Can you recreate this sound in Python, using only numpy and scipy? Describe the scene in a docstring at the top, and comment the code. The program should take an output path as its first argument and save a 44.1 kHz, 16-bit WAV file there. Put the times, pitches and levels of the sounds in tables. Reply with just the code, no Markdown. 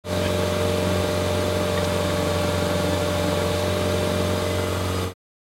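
"""At the console of a drilling rig, a governed four-cylinder diesel booms at its firing rate and drives
a hydraulic pump whose pressure ripple hums. Turbulent air and oil roar and excite covers and pipes.
A held button loads the hydraulics for about two seconds: the engine sags a little and the oil hiss
changes colour. The steel rod handler scrapes and clinks faintly, a valve spurts, and thin whines swell
and fade. The microphone swings from the console to the rod rack, and the sound fades out quickly."""
import sys
import numpy as np
from scipy import signal
from scipy.fft import rfft, irfft, next_fast_len
from scipy.io import wavfile
from scipy.ndimage import map_coordinates

SR = 44100
rng = np.random.default_rng(int(sys.argv[2]) if len(sys.argv) > 2 else 0)


def waveform_to_disk(signal):
    """Save audio, clipped to [-1, 1], as 16-bit WAV at the path in sys.argv[1]."""
    frames = np.transpose(np.atleast_2d(signal))
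    scaled = np.clip(frames, -1, 1) * 32767
    samples = np.round(scaled).astype(np.int16)
    wavfile.write(sys.argv[1], SR, samples)


N = 246915
TIME = np.arange(N) / SR
PADDED = next_fast_len(N, real=True)
HZ = np.maximum(np.arange(PADDED // 2 + 1) * SR / PADDED, 1)

CYLINDERS = 4
FREE_SPEED, LOADED_SPEED = 22.96, 22.69  # four-stroke cycles per second, two crank turns each
# the microphone's swing from console to rod rack: t/s, share of the swing (0-1)
MIC_SWING = [(0, 0.09), (4.1, 0), (4.4, 0.32), (4.65, 0.87), (5.1, 1)]


def engine_hum(cycle, shares, scatter_rad=0.714, trim_db=0.06):
    """Periodic firing gives a harmonic series: the fourth order booms, the others line up into thuds."""
    # exhaust boom: level/dB running free, under load, facing the rods
    boom_levels = (-29.6, -30.2, -28.0)
    # higher harmonics: multiple of the cycle rate, level/dB running free, under load, facing the rods
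    harmonics = [(6, -51, -48, -56), (7, -42, -39, -48), (8, -33, -34, -36), (9, -50, -50, -55),
                 (10, -41, -44, -47), (11, -47, -49, -52), (12, -44, -44, -39), (13, -48, -44, -48),
                 (14, -45, -49, -46), (15, -49, -47, -48), (16, -37, -42, -41), (18, -41, -47, -45),
                 (20, -34, -35, -36), (21, -48, -47, -51), (22, -46, -40, -48), (23, -43, -42, -45),
                 (24, -45, -47, -45), (28, -43, -43, -41), (32, -52, -47, -71), (37, -55, -49, -59),
                 (41, -49, -56, -55), (49, -55, -49, -54), (52, -46, -51, -49), (68, -52, -50, -55),
                 (88, -49, -54, -56), (104, -50, -51, -55)]
    boom_db = np.array(boom_levels) @ shares + 1.1 * drift(rate_hz=6)
    out = from_db(boom_db) * np.sin(2 * np.pi * CYLINDERS * cycle)
    for order, *levels in harmonics:
        level_db = trim_db + np.array(levels) @ shares + 1.5 * drift(rate_hz=3)
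        # odd orders come from unequal cylinders, high ones arrive by many paths: neither line up
        phase_spread = scatter_rad * max(1, order / 20) ** 2 + order % 2
        phase = 2 * np.pi * order * cycle + phase_spread * rng.standard_normal()
        out += from_db(level_db) * np.cos(phase)
    return np.sqrt(2) * out


def pump(cycle, order=26, level_db=-29):
    """Pressure ripple, thirteen pulses a crank turn, radiates a tone; it fades as the microphone turns."""
    gain = from_db(level_db) * np.sqrt(1 - ramp(start_s=4.11, length_s=0.9))
    flutter = 1 + 0.049 * drift(rate_hz=25)
    return gain * flutter * np.sqrt(2) * np.cos(2 * np.pi * order * cycle)


def roar(cycle, shares, low_cut_hz=32, trim_db=0.13, turned_db=-1.3):
    """Source and filter: the rush is heard as a broad roar and as forced resonance of the rig's parts."""
    # spectral envelope of engine, cooling air and oil: f/Hz, level/dB
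    envelope = [(25, -69), (80, -58.5), (200, -61), (500, -64), (680, -65.5), (1100, -66), (1800, -76.5),
                (3500, -69), (4700, -76), (5300, -80), (8700, -82), (11500, -82.5), (13200, -89.5),
                (15800, -88.5)]
    # covers, pipes and valves, with the cooling fan's narrow hum near 300 Hz in the first row: f/Hz, width/Hz,
    # level/dB running free, under load, facing the rods
    resonances = [(299.4, 26, -53.5, -51, -59.5), (454.6, 65, -55.5, -55.5, -61),
                  (822, 85, -66, -64, -66.5), (942, 95, -65, -62, -73.5), (1132, 102, -61.5, -59.5, -61.5),
                  (1238, 100, -65.5, -68.5, -59.5), (1400, 56, -64, -60.5, -61),
                  (1598, 130, -66.5, -66.5, -68), (1731, 66, -68.5, -63.5, -69.5),
                  (1966, 250, -70.5, -71, -69.5), (2313, 470, -72.5, -70.5, -74),
                  (2937, 120, -77.5, -73, -70.5), (3647, 150, -69.5, -66, -74.5),
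                  (3787, 33, -61, -65, -78.5), (4193, 150, -70.5, -69, -80.5),
                  (4660, 140, -72, -71.5, -81.5), (4920, 80, -72, -69, -68), (5425, 250, -75.5, -76, -84.5),
                  (6194, 280, -74, -74.5, -73.5), (6970, 950, -81, -78.5, -80), (7730, 270, -79, -76, -75),
                  (8550, 449, -81, -80, -74.5), (8910, 53.6, -69.5, -69.5, -75.5),
                  (9600, 308, -91.5, -82, -94.5), (11200, 240, -79, -80, -76.5),
                  (12600, 400, -87, -87, -77.5), (13681, 744, -99.5, -89, -90),
                  (15600, 120, -86, -102, -93.5)]
    broad_power = spectrum(envelope) / (1 + (low_cut_hz / HZ) ** 2) ** 2
    out = panel_echoes(coloured(rush(cycle), broad_power))
    drive = rush(cycle)
    # oil pressure and listening direction shift the weight among the resonances
    for state, share in enumerate(shares):
        power = sum(peak(hz, width, levels[state]) for hz, width, *levels in resonances)
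        out += share * coloured(drive, power)
    return from_db(trim_db + turned_db * shares[-1]) * out


def rush(cycle, throb=0.16, lope=0.08, flow_db=-0.5, clatter_low_hz=650):
    """Turbulence of air and oil and the diesel's clatter, amplitude-modulated by the firing."""
    # the lower rush swells at each firing, and once a cycle as the cylinders are unequal
    swell = throb * np.cos(2 * np.pi * CYLINDERS * cycle) + lope * np.cos(2 * np.pi * cycle)
    flow = from_db(flow_db) * rng.standard_normal(N)
    flow += coloured(flow * swell, peak(hz=0, width=5000, db=0))
    # injectors and valves strike in the same pattern in every cycle
    pattern = rng.standard_normal(round(SR / FREE_SPEED))
    strikes = np.interp(cycle % 1, np.linspace(0, 1, len(pattern)), pattern)
    clatter_power = peak(hz=1100, width=3200, db=-6.5) * (HZ > clatter_low_hz)
    clatter = coloured(strikes * (1 + swell), clatter_power)
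    return (flow + clatter) * np.sqrt(SR / 2)  # near 0 dB per Hz


def panel_echoes(x, sway_ms=0.011, swing_ms=0.32, strength=0.22, count=4):
    """Interference: echoes off nearby panels comb-filter the treble and shift as the microphone moves."""
    treble = coloured(x, (1 - peak(hz=0, width=4700, db=0)) ** 2)
    swing = in_time(MIC_SWING)
    echoes = 0
    for lag_ms in np.geomspace(2.3, 9.7, count):
        delay_ms = lag_ms + sway_ms * drift(rate_hz=0.4) + swing_ms * rng.standard_normal() * swing
        echoes += map_coordinates(treble, [np.arange(N) - delay_ms * SR / 1000], order=3)
    # the treble keeps its loudness
    return x - treble + (treble + strength * echoes) / np.sqrt(1 + count * strength ** 2)


def rod_handler(attack_s=0.001):
    """Sliding friction drives the steel's resonances; an impact leaves its modes in damped vibration."""
    # scrapes: t/s, half-width/s, level/dB
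    scrapes = [(0.255, 0.031, -31.5)]
    # resonances of the steel parts: f/Hz, width/Hz, level/dB
    steel_resonances = [(654, 50, 0), (1647, 120, -1), (2360, 300, -6), (2550, 130, -3), (3180, 260, -3.5),
                        (4650, 300, -13.5)]
    # impacts: t/s, level/dB
    clinks = [(1.775, -19.5)]
    # modes of the struck steel: f/Hz, level/dB, T60/s
    clink_modes = [(1160, -8.5, 0.1), (1866, -2, 0.044), (1924, -9.5, 0.035), (2260, -6, 0.04),
                   (3140, -11, 0.054), (3700, -8, 0.055)]
    out = swells(scrapes) * noise(sum(peak(*mode) for mode in steel_resonances))
    for start_s, blow_db in clinks:
        age = np.maximum(TIME - start_s, 0)
        attack = 1 - np.exp(-age / attack_s)
        for hz, db, t60 in clink_modes:
            decay = np.exp(-np.log(1000) * age / t60)
            out += from_db(blow_db + db) * attack * decay * np.sin(2 * np.pi * hz * age)
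    return out


def valve_spurt():
    """Flow noise: oil hisses briefly through a valve as the hydraulic cylinder takes up its load."""
    # spurts of oil: t/s, half-width/s, level/dB
    spurts = [(1.848, 0.0085, -31.5)]
    # spectrum of their hiss: f/Hz, level/dB
    hiss_colour = [(1000, -27), (3000, 4), (5500, -0.5), (9000, -12), (15000, -25)]
    return swells(spurts) * noise(spectrum(hiss_colour))


def thin_whines(width_hz=45):
    """Narrow-band noise is heard as thin, rough whistles from the rig."""
    # whines that swell and fade, one under load, the rest in the swing: t/s, half-width/s, f/Hz, level/dB
    whines = [(3.27, 0.25, 13500, -57), (4.42, 0.1, 4930, -47.5), (4.57, 0.13, 2027, -43),
              (4.95, 0.15, 4935, -50)]
    return sum(swells([(t, half_width, db)]) * noise(peak(hz, width_hz, 0))
               for t, half_width, hz, db in whines)


def from_db(db):
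    """Amplitude ratio of a level in decibels."""
    return 10 ** (np.asarray(db) / 20)


def rms_one(x):
    """Normalisation to an rms of 1."""
    return x / np.sqrt(np.mean(x ** 2) + 1e-20)


def ramp(start_s, length_s):
    """A linear rise from 0 to 1."""
    return np.clip((TIME - start_s) / length_s, 0, 1)


def in_time(rows):
    """Linear interpolation of (t/s, value) rows at every sample."""
    return np.interp(TIME, *np.transpose(rows))


def swells(rows):
    """Gaussian envelopes from (t/s, half-width/s, level/dB) rows."""
    return sum(from_db(db) * np.exp(-((TIME - t) / half_width) ** 2) for t, half_width, db in rows)


def spectrum(points):
    """Power spectrum through (f/Hz, level/dB) points on a logarithmic frequency axis."""
    hz, db = np.transpose(points)
    return from_db(np.interp(np.log(HZ), np.log(hz), db)) ** 2


def peak(hz, width, db):
    """Power response of a steep-sided resonance: a squared Lorentzian."""
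    return from_db(db) ** 2 / (1 + (2 * (HZ - hz) / width) ** 2) ** 2


def coloured(x, power):
    """Zero-phase filtering of a steady sound by a power response."""
    return irfft(rfft(x, PADDED) * np.sqrt(power), PADDED)[:N]


def noise(power):
    """White noise filtered to a given power spectrum, rms 1."""
    return rms_one(coloured(rng.standard_normal(N), power))


def drift(rate_hz, size=4096):
    """Slow random fluctuation: low-passed noise of rms 1."""
    hz = np.arange(size // 2 + 1) * SR / N
    slow = irfft(rfft(rng.standard_normal(size)) / (1 + (hz / rate_hz) ** 2))
    return np.interp(TIME, np.linspace(0, N / SR, size), rms_one(slow))


def scene(build_s=0.12, bleed_s=0.13, hunt_hz=0.02835):
    """Superposition of the rig's sources, alike in both ears; engine, pump and roar share one crank."""
    # the button that builds up oil pressure: t/s pressed, t/s released
    presses = [(1.68, 3.53)]
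    load = np.clip(sum(ramp(on, build_s) - ramp(off, bleed_s) for on, off in presses), 0, 1)
    # the governor lets the speed droop in step with the load, and hunts a little
    speed = FREE_SPEED + (LOADED_SPEED - FREE_SPEED) * load + hunt_hz * drift(rate_hz=3)
    cycle = np.cumsum(speed) / SR
    swing = in_time(MIC_SWING)
    # weights of the three states: running free, under load, facing the rods
    shares = np.array([(1 - load) * (1 - swing), load * (1 - swing), swing])
    rig = engine_hum(cycle, shares) + pump(cycle) + roar(cycle, shares)
    rig += thin_whines() + rod_handler() + valve_spurt()
    return np.array([rig, rig])


def record(dry, gain_db=0.5, cutoff_hz=15800):
    """A quick linear fade at both ends; a steep low-pass filter limits the bandwidth."""
    fade = ramp(start_s=0.037, length_s=0.097) * (1 - ramp(start_s=5.04, length_s=0.1))
    low_pass = signal.ellip(12, 0.1, 80, cutoff_hz, fs=SR, output="sos")
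    return signal.sosfilt(low_pass, dry * fade * from_db(gain_db))


dry = scene()
out = record(dry)
waveform_to_disk(out)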